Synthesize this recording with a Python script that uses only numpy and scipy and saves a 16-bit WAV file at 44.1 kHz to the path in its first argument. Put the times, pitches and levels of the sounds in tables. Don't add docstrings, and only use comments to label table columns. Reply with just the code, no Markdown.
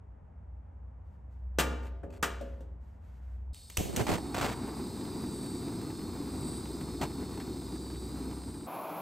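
import sys
import numpy as np
from scipy import signal
from scipy.fft import rfft, irfft, next_fast_len
from scipy.io import wavfile
from scipy.ndimage import map_coordinates

SR = 44100
rng = np.random.default_rng(int(sys.argv[2]) if len(sys.argv) > 2 else 0)


def waveform_to_disk(signal):
    frames = np.transpose(np.atleast_2d(signal))
    scaled = np.clip(frames, -1, 1) * 32767
    samples = np.round(scaled).astype(np.int16)
    wavfile.write(sys.argv[1], SR, samples)


N = 397631
TIME = np.arange(N) / SR
GAS_ON_S, LIT_S, INTO_TRAY_S = 3.531, 3.782, 8.664


def amp(db):
    return 10 ** (np.asarray(db) / 20)


def unit(x):
    return x / np.sqrt(np.mean(x ** 2) + 1e-20)


def along(points, hz):
    f, v = np.transpose(points)
    return np.interp(np.log(hz + 1), np.log(f + 1), v)


def curves(rows, t=TIME):
    s, *cols = np.transpose(rows)
    return [np.interp(t, s, c) for c in cols]


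def bumps(peaks, at):
    return sum(db * np.exp(-((at - centre) / width) ** 2) for centre, width, db in peaks)


def wobble(rate_hz):
    knots = rng.standard_normal(int(N * rate_hz / SR) + 4)
    return unit(map_coordinates(knots, [TIME * rate_hz]))


def ramp(start_s, rise_s):
    return np.clip((TIME - start_s) / rise_s, 0, 1)


def burst(start_s, length_s, rise, t60):
    return ramp(start_s, rise) * amp(-60 * np.maximum(TIME - start_s - length_s, 0) / t60)


def filtered(x, response):
    n = x.shape[-1]
    m = next_fast_len(n + 8192)
    return irfft(rfft(x, m) * response(np.fft.rfftfreq(m, 1 / SR)), m)[..., :n]


def stereo(mid, side):
    return np.array([mid + side, mid - side])


def noise(spectrum, side_db, size=N):
    mid, side = filtered(rng.standard_normal((2, size)), lambda hz: amp(along(spectrum, hz)))
    return unit(stereo(mid, amp(side_db) * side))


def shaped(x, gain_db):
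    hz, t, z = signal.stft(x, SR, nperseg=512)
    return signal.istft(z * amp(gain_db(hz[:, None], t)), SR)[1][..., :x.shape[-1]]


def add(track, s, sound):
    part = track[:, round(s * SR):][:, :sound.shape[-1]]
    part += sound[..., :part.shape[-1]]


# time in seconds, level in dB before trim.
HUM_SWELLS = [(0.15, -55), (0.6, -47.5), (0.95, -47), (1.17, -55.4), (1.45, -38.5), (1.68, -34.5),
              (2.0, -40.5), (2.14, -51), (2.32, -39.5), (2.75, -43), (3.0, -50.5), (3.2, -42.5), (3.5, -38),
              (4.25, -46.5), (5.6, -56.6), (6.45, -47), (7.7, -46.5), (8.15, -42), (8.45, -45), (8.66, -52)]
HUM_HZ, HUM_DRIFT_HZ, HUM_WAVER_DB = 62.74, 1.3, 0.5
HUM_TRIM_DB, HUM_DROP_DB = -1, -0.5
LULL_DB, LULL_S = -18, 0.13


def hum():
    swell_db, = curves(HUM_SWELLS)
    drop_db = HUM_DROP_DB * ramp(GAS_ON_S, 0.0025)
    lull_db = LULL_DB * burst(GAS_ON_S, LULL_S, rise=0.0012, t60=0.76)
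    level_db = swell_db + HUM_TRIM_DB + HUM_WAVER_DB * wobble(8) + drop_db + lull_db
    phase = 2 * np.pi * np.cumsum(HUM_HZ + HUM_DRIFT_HZ * wobble(9)) / SR
    return np.sqrt(2) * amp(level_db) * np.sin(phase)


# frequency in Hz, relative level in dB per Hz.
ROOM_SPECTRUM = [(15, -69), (25, -44), (42, -18.5), (60, -9.5), (85, -6), (113, -20), (220, -27),
                 (327, -37), (927, -38.5), (1080, -44), (2060, -54), (4200, -76.5), (8000, -75),
                 (15000, -91.5)]
# frequency in Hz, side over mid in dB.
ROOM_SIDE = [(60, -20), (150, -14.5), (500, 0.5), (1000, -0.5), (3000, -19)]


def room():
    def mid_side(hz):
        mid_db = along(ROOM_SPECTRUM, hz)
        return amp([mid_db, mid_db + along(ROOM_SIDE, hz)])
    mid, side = filtered(rng.standard_normal((2, N)), mid_side)
    level_db = -50.5 - 3.1 * ramp(GAS_ON_S, 0.0025)
    return amp(level_db) * unit(stereo(mid, side))


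# start in seconds, length in seconds, level in dB.
GLOVE_STROKES = [(1.027, 0.029, -83), (1.099, 0.028, -85), (1.289, .05, -79), (1.676, 0.1, -75),
                 (2.268, 0.25, -71), (2.796, 0.13, -76.5), (3.001, 0.35, -76)]
# frequency in Hz, relative level in dB per Hz.
RUB_SPECTRUM = [(300, -8), (1500, 10.5), (3500, -2.5), (5500, -5.5), (8000, -5.5), (12000, -6.5),
                (16000, -19)]
STROKE_RISE_S, STROKE_T60_S = .045, .7


def gloves():
    strokes = sum(amp(db) * burst(s, length_s, rise=STROKE_RISE_S, t60=STROKE_T60_S)
                  for s, length_s, db in GLOVE_STROKES)
    return strokes * amp(1.1 * wobble(43)) * noise(RUB_SPECTRUM, side_db=-13.5)


# time in seconds, low level in dB, middle level in dB,
# high level in dB, thud in Hz, share of the free ring time 0-1.
TRAY_KNOCKS = [(1.586, -27, -32, -32.5, 474, 0.97), (1.597, -32, -32, -34, 410, 0.99),
               (2.033, -41, -57, -75.5, 414.7, 1), (2.227, -34.5, -29, -34.5, 460, 0.6),
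               (2.41, -38.5, -70, -62.5, 496, 0.7), (2.606, -50.5, -72.5, -72, 524, 0.9)]
# frequency in Hz, relative level in dB.
TRAY_MODES = [(153, -8.5), (180, -2.5), (245, 2), (307, 0), (388, -1.5), (420, -2.5), (468, -3.5),
              (522, -8), (554, 0), (616, -9), (684, 0), (850, -8.5), (904, 0.5), (1044, -14.5), (1197, 0),
              (1268, -2.5), (1420, -4), (1457, -6), (1576, -12.5), (1685, -16), (1793, -8), (1837, -10),
              (2072, -16.5), (2323, -7.5), (2355, -19.5), (2775, -10.5), (2912, -17.5), (2965, -19.5),
              (3868, -20.5), (4479, -29.5), (5405, -29), (6266, -28.5), (6848, -27.5), (7994, -22.5)]
# frequency in Hz, relative level in dB per Hz.
TRAY_WASH_SPECTRUM = [(100, -8.5), (160, -1), (600, -3), (1700, -2.5), (2300, -8.5), (2900, -5),
                      (4200, -13.5), (8500, -10.5), (11500, -16), (16000, -23.5)]
# frequency in Hz, t60 in seconds.
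TRAY_T60 = [(150, 0.82), (600, 0.89), (1500, 0.7), (4000, 0.61), (12000, 0.33)]
KNOCK_BANDS_HZ = [(150, 700), (700, 3000), (3000, 15000)]


def early_rms(hit, lo_hz, hi_hz):
    band = filtered(hit, lambda hz: (hz > lo_hz) & (hz < hi_hz))
    return np.std(band[:, :SR // 25])


def knocks():
    track, t = np.zeros((2, N)), np.arange(SR) / SR
    mode_hz, mode_db = np.transpose(TRAY_MODES)[:, :, None]
    count = len(TRAY_MODES)
    t60 = along(TRAY_T60, mode_hz) * np.exp(rng.standard_normal(mode_hz.shape) / 7)
    for s, low_db, middle_db, high_db, thud_hz, free in TRAY_KNOCKS:
        strength = amp(mode_db + 2 * rng.standard_normal(mode_hz.shape) - 60 * t / (free * t60))
        drift = np.cumsum(rng.standard_normal((count, SR)), axis=1) / np.sqrt(2 * SR)
        start_phase = 2 * np.pi * rng.random(mode_hz.shape)
        channel_phase = rng.standard_normal((2, count, 1)) / 2
        phase = start_phase + channel_phase + 2 * np.pi * drift
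        ring = np.sum(strength * np.sin(2 * np.pi * mode_hz * t + phase), axis=1)
        wash = shaped(noise(TRAY_WASH_SPECTRUM, side_db=-18, size=SR),
                      lambda hz, age_s: -60 * age_s / along(TRAY_T60, hz))
        clatter = noise(TRAY_WASH_SPECTRUM, side_db=-14.5, size=SR) * amp(-60 * t / .14)
        mix = amp(-9) * ring + amp(-8.0) * wash + amp(7.0) * clatter
        spot = [(thud_hz, 55, 5), (1700, 250, 2)]  # Hz, half width Hz, dB
        hit = filtered(mix, lambda hz: amp(bumps(spot, hz)))
        early = [early_rms(hit, lo_hz, hi_hz) for lo_hz, hi_hz in KNOCK_BANDS_HZ]
        low, middle, high = np.array([low_db, middle_db, high_db]) - 20 * np.log10(early)
        tone = [(150, low), (250, low - 4), (600, low - 2), (1100, middle - 1),
                (2200, (2 * middle + high) / 3 - 1), (3800, high - 1.5)]
        attack = 1 - np.exp(-t / 0.00019)
        add(track, s, filtered(hit, lambda hz: amp(along(tone, hz))) * attack)
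    return track


# start in seconds, length in seconds, level in dB.
DRAGS = [(1.824, 0.057, -59.5), (2.1, .004, -61), (2.121, 0.053, -59.5)]
# frequency in Hz, relative level in dB per Hz.
DRAG_SPECTRUM = [(200, -11.5), (500, 5), (1500, 3), (3500, -7.5), (5500, -13), (8000, -8), (12000, -15),
                 (16000, -24.5)]
# centre in Hz, half width in Hz, gain in dB.
BIT_RESONANCES = [(2620, 110, 7), (3460, 120, 1), (4530, 140, 8)]


def bit_drag():
    drag = sum(amp(db) * burst(s, length_s, rise=0.0074, t60=0.079) for s, length_s, db in DRAGS)
    scrape = filtered(noise(DRAG_SPECTRUM, side_db=-18.5), lambda hz: amp(bumps(BIT_RESONANCES, hz)))
    return drag * unit(amp(2.1 * wobble(300)) * scrape)


# time in seconds,
# level in dB before close passes and the unlit cut.
JET_LEVEL = [(4.55, -52.5), (4.9, -50.5), (5.7, -51), (6.1, -51.5), (6.8, -50.5), (7.1, -51.3), (8.1, -52),
             (8.64, -58)]
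# frequency in Hz, relative level in dB per Hz.
JET_SPECTRUM = [(300, -9.5), (1500, -6.5), (3000, -4), (5500, -0.5), (7000, 4), (9500, 2.5), (12000, 3.5),
                (13300, -10.5), (15200, -3), (16000, -7)]
# centre in Hz, half width in Hz, gain in dB.
TUBE_RESONANCES = [(3714, 184, 11), (4538, 910, 16.5), (7970, 500, 8), (8737, 640, 14), (12350, 330, 0.5)]
# time in seconds, extra path of the hiss's reflection in m.
SWING_PATH = [(4.3, .465), (4.65, .43), (4.95, .414), (5.2, .428), (5.47, .451), (5.85, .402), (6.05, .401),
              (6.52, .438), (6.85, .401), (7.45, .394), (7.92, .447), (8.28, .403), (8.62, .43)]
# frequency in Hz, strength 0-1.
ECHO_STRENGTH = [(3700, .15), (4600, .55), (6000, .33), (8500, .42), (15000, .25)]
# time in seconds, half length in seconds,
# gain of the top resonance in dB.
NEAR_PASSES = [(5.45, .17, 3), (6.5, 0.12, 6), (8.55, 0.29, 5)]
PASS_LOUDER = 0.27
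AIM_DB, AIM_DB_PER_M = -3, 31
UNLIT_DB = -4.5
SOUND_M_PER_S = 343


def jet():
    def colour_db(hz, t):
        path_m, = curves(SWING_PATH, t)
        mean_path_m = np.mean(SWING_PATH, axis=0)[1]
        aim_db = AIM_DB + AIM_DB_PER_M * (path_m - mean_path_m) + bumps(NEAR_PASSES, t)
        beam_db = aim_db * np.exp(-((hz - 8500) / 900) ** 2)
        echo = along(ECHO_STRENGTH, hz) * np.exp(-2j * np.pi * hz * path_m / SOUND_M_PER_S)
        return bumps(TUBE_RESONANCES, hz) + beam_db - 20 * np.log10(np.abs(1 - echo))
    unlit_db = UNLIT_DB * (1 - ramp(LIT_S, 0.037))
    level_db = curves(JET_LEVEL)[0] + PASS_LOUDER * bumps(NEAR_PASSES, TIME) + unlit_db
    hiss = unit(shaped(noise(JET_SPECTRUM, side_db=-33), colour_db))
    return amp(level_db) * hiss * ramp(GAS_ON_S, 0.0034)


# start in seconds, level in dB, length in seconds.
SNAPS = [(3.545, -49, 0.0022), (3.699, -46, 0.0056), (3.770, -26, 0.0054), (3.962, -31.5, 0.0068)]
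# frequency in Hz, relative level in dB per Hz.
SNAP_SPECTRUM = [(200, 3), (1500, -5), (3000, 3.5), (4600, -9), (6300, 1.5), (9000, -0.5), (12000, -3),
                 (16000, -11)]


def clicks():
    snap = 0
    for s, db, length_s in SNAPS:
        direct = burst(s, length_s, rise=.0005, t60=0.005)
        ring = amp(-11.0) * burst(s, length_s, rise=0.013, t60=0.53)
        snap = snap + amp(db) * (direct + ring)
    return snap * noise(SNAP_SPECTRUM, side_db=-13.5)


# start in seconds, length in seconds, bang level in dB,
# crackle level in dB.
SPUTTER_RUNS = [(3.779, 0.032, -35.5, -55), (3.832, 0.19, -43.5, -57.5), (3.97, 0.043, -34.5, -40),
                (4.066, .014, -36.5, -35), (4.089, .02, -31.5, -38), (4.114, 0.037, -38, -35),
                (4.173, .007, -40.5, -44.5), (4.343, 0.061, -39, -36.5), (4.411, 0.066, -36, -36),
                (4.489, 0.044, -48.5, -44), (7.012, 0.031, -38.5, -38)]
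# frequency in Hz, relative level in dB per Hz.
BANG_SPECTRUM = [(25, -30), (45, -15), (100, 5), (200, 3), (480, -0.5), (750, -6), (1300, -35),
                 (2500, -42.5)]
# frequency in Hz, relative level in dB per Hz.
TEARING_SPECTRUM = [(300, -18), (750, 6.5), (1200, 0), (2200, -4), (3500, -9), (6000, -14.5), (8500, -12),
                    (12000, -20.5), (16000, -22.5)]


def sputters():
    bangs = sum(amp(db) * burst(s, length_s, rise=.004, t60=0.14) for s, length_s, db, _ in SPUTTER_RUNS)
    crackle = sum(amp(db) * burst(s, length_s, rise=.002, t60=.09) for s, length_s, _, db in SPUTTER_RUNS)
    pops = amp(5 * np.tanh(wobble(130) / 2 + wobble(450) / 2))
    low, high = noise(BANG_SPECTRUM, side_db=-11), noise(TEARING_SPECTRUM, side_db=-16)
    return bangs * unit(pops * low) + crackle * unit(pops * high)


# start in seconds, level in dB, pitch in Hz, t60 in seconds.
GAS_PUFFS = [(3.782, -24, 85, 0.11), (3.808, -16, 168, 0.016), (4.123, -26.5, 94, 0.15)]


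def puffs():
    return sum(amp(db) * burst(s, 0, rise=0.0012, t60=t60_s) * np.sin(2 * np.pi * hz * (TIME - s))
               for s, db, hz, t60_s in GAS_PUFFS)


# time in seconds, half length in seconds, gain in dB.
FLAME_FLARES = [(5.1, 0.45, 1.5), (5.7, 0.13, 2.5), (6.35, 0.16, 2), (6.85, 0.17, 1.1), (7.27, 0.15, 1),
                (8.22, .13, 4.5)]
# frequency in Hz, relative level in dB per Hz.
ROAR_SPECTRUM = [(25, -20), (45, -25), (90, -2.5), (160, -4.5), (280, 1), (390, -4), (450, -11.5),
                 (560, -22.5), (900, -43)]
# frequency in Hz, relative level in dB per Hz.
FLUTTER_SPECTRUM = [(200, -8), (560, -6), (700, -0.5), (880, 2), (1250, -4), (1700, -13.5), (2400, -13.5),
                    (3200, -26), (7000, -43.5)]
ROAR_DB, FLUTTER_DB = -39.5, -53.5
GROW_DB, GROW_S = 18.5, 0.18
LEAVE_AT_S, LEAVE_DB_PER_S = 7.3, 2.5
FLUTTER_SWING = 1.2
ROUGH_DB, SETTLED_S = 5, 4.68


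def flame():
    growth_db = -GROW_DB * np.exp(-np.maximum(TIME - LIT_S, 0) / GROW_S)
    leaving_db = -LEAVE_DB_PER_S * np.maximum(TIME - LEAVE_AT_S, 0)
    strength_db = bumps(FLAME_FLARES, TIME) + growth_db + leaving_db
    rough_db = ROUGH_DB * (1 - ramp(SETTLED_S, .2))
    eddies = wobble(45)
    roar = unit(amp(1.0 * eddies) * noise(ROAR_SPECTRUM, side_db=-19.0))
    flutter = unit(amp(1.4 * eddies + 1.16 * wobble(220)) * noise(FLUTTER_SPECTRUM, side_db=-20.0))
    flutter_db = FLUTTER_DB + FLUTTER_SWING * strength_db + rough_db
    return (amp(ROAR_DB + strength_db) * roar + amp(flutter_db) * flutter) * ramp(LIT_S, 0.022)


ASIDE_DB, ASIDE_SIDE_DB = 3.5, 14
ASIDE_UNTIL_S, BRING_IN_S = 3.76, 0.81


def widened(x, side_db):
    return stereo((x[0] + x[1]) / 2, amp(side_db) * (x[0] - x[1]) / 2)


def from_the_side(x):
    aside = 1 - ramp(ASIDE_UNTIL_S, BRING_IN_S)
    return widened(x, ASIDE_SIDE_DB * aside) * amp(np.outer([-.5, .5], ASIDE_DB * aside))


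def flicks(count=110):
    track, t = np.zeros((1, N)), np.arange(SR // 40) / SR
    for when, size in rng.random((count, 2)):
        tick = amp(-56 + 11.5 * size ** 3 - 60 * t / .03)
        add(track, LIT_S + when * (INTO_TRAY_S - LIT_S), tick)
    return track * noise(TEARING_SPECTRUM, side_db=-27.5)


# frequency in Hz, relative level in dB per Hz.
HOLLOW_SPECTRUM = [(24, -83), (40, -43), (117, -17), (143, -12), (166, -3), (208, -9.5), (318, -2),
                   (389, -9.5), (744, -1), (1170, -6.5), (1830, -26), (2660, -24.5), (8840, -42.5),
                   (11300, -32.5), (15700, -27.5)]
# centre in Hz, half width in Hz, gain in dB.
WALL_RESONANCES = [(2355, 300, 6), (7900, 600, 2.5), (11100, 400, 12.5), (12100, 350, 4), (13940, 600, 8),
                   (14700, 400, -10)]
HOLLOW_DB = -40.5


def flame_in_tray():
    roar = filtered(noise(HOLLOW_SPECTRUM, side_db=-20.0), lambda hz: amp(bumps(WALL_RESONANCES, hz)))
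    return amp(HOLLOW_DB + 0.69 * wobble(32)) * unit(roar) * amp([[.2], [-.2]])


# frequency in Hz, phase in radians.
MIC_PHASE = [(0, 0), (3000, 0), (4000, .7), (5900, -.3), (7400, 0), (8530, -1.2), (9560, -3), (10500, -3.2),
             (12700, -6.1), (14400, -6.6), (15800, -8.9)]


def scene():
    handling = gloves() + knocks() * amp([[.5], [-.5]]) + bit_drag()
    burning = from_the_side(flame() + sputters()) + flicks()
    near = hum() + room() + handling + jet() + clicks() + puffs() + burning

    def out_of_step(hz):
        phase = np.interp(hz, *np.transpose(MIC_PHASE))
        return np.exp(.5j * np.outer([1, -1], phase))
    pair = filtered(near, out_of_step) * amp([[.15], [-.15]])
    turned = ramp(INTO_TRAY_S - .004, 0.022)
    return pair * (1 - turned) + flame_in_tray() * turned


TOP_HZ = 15800


def record(dry):
    return filtered(dry, lambda hz: hz < TOP_HZ)


dry = scene()
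out = record(dry)
waveform_to_disk(out)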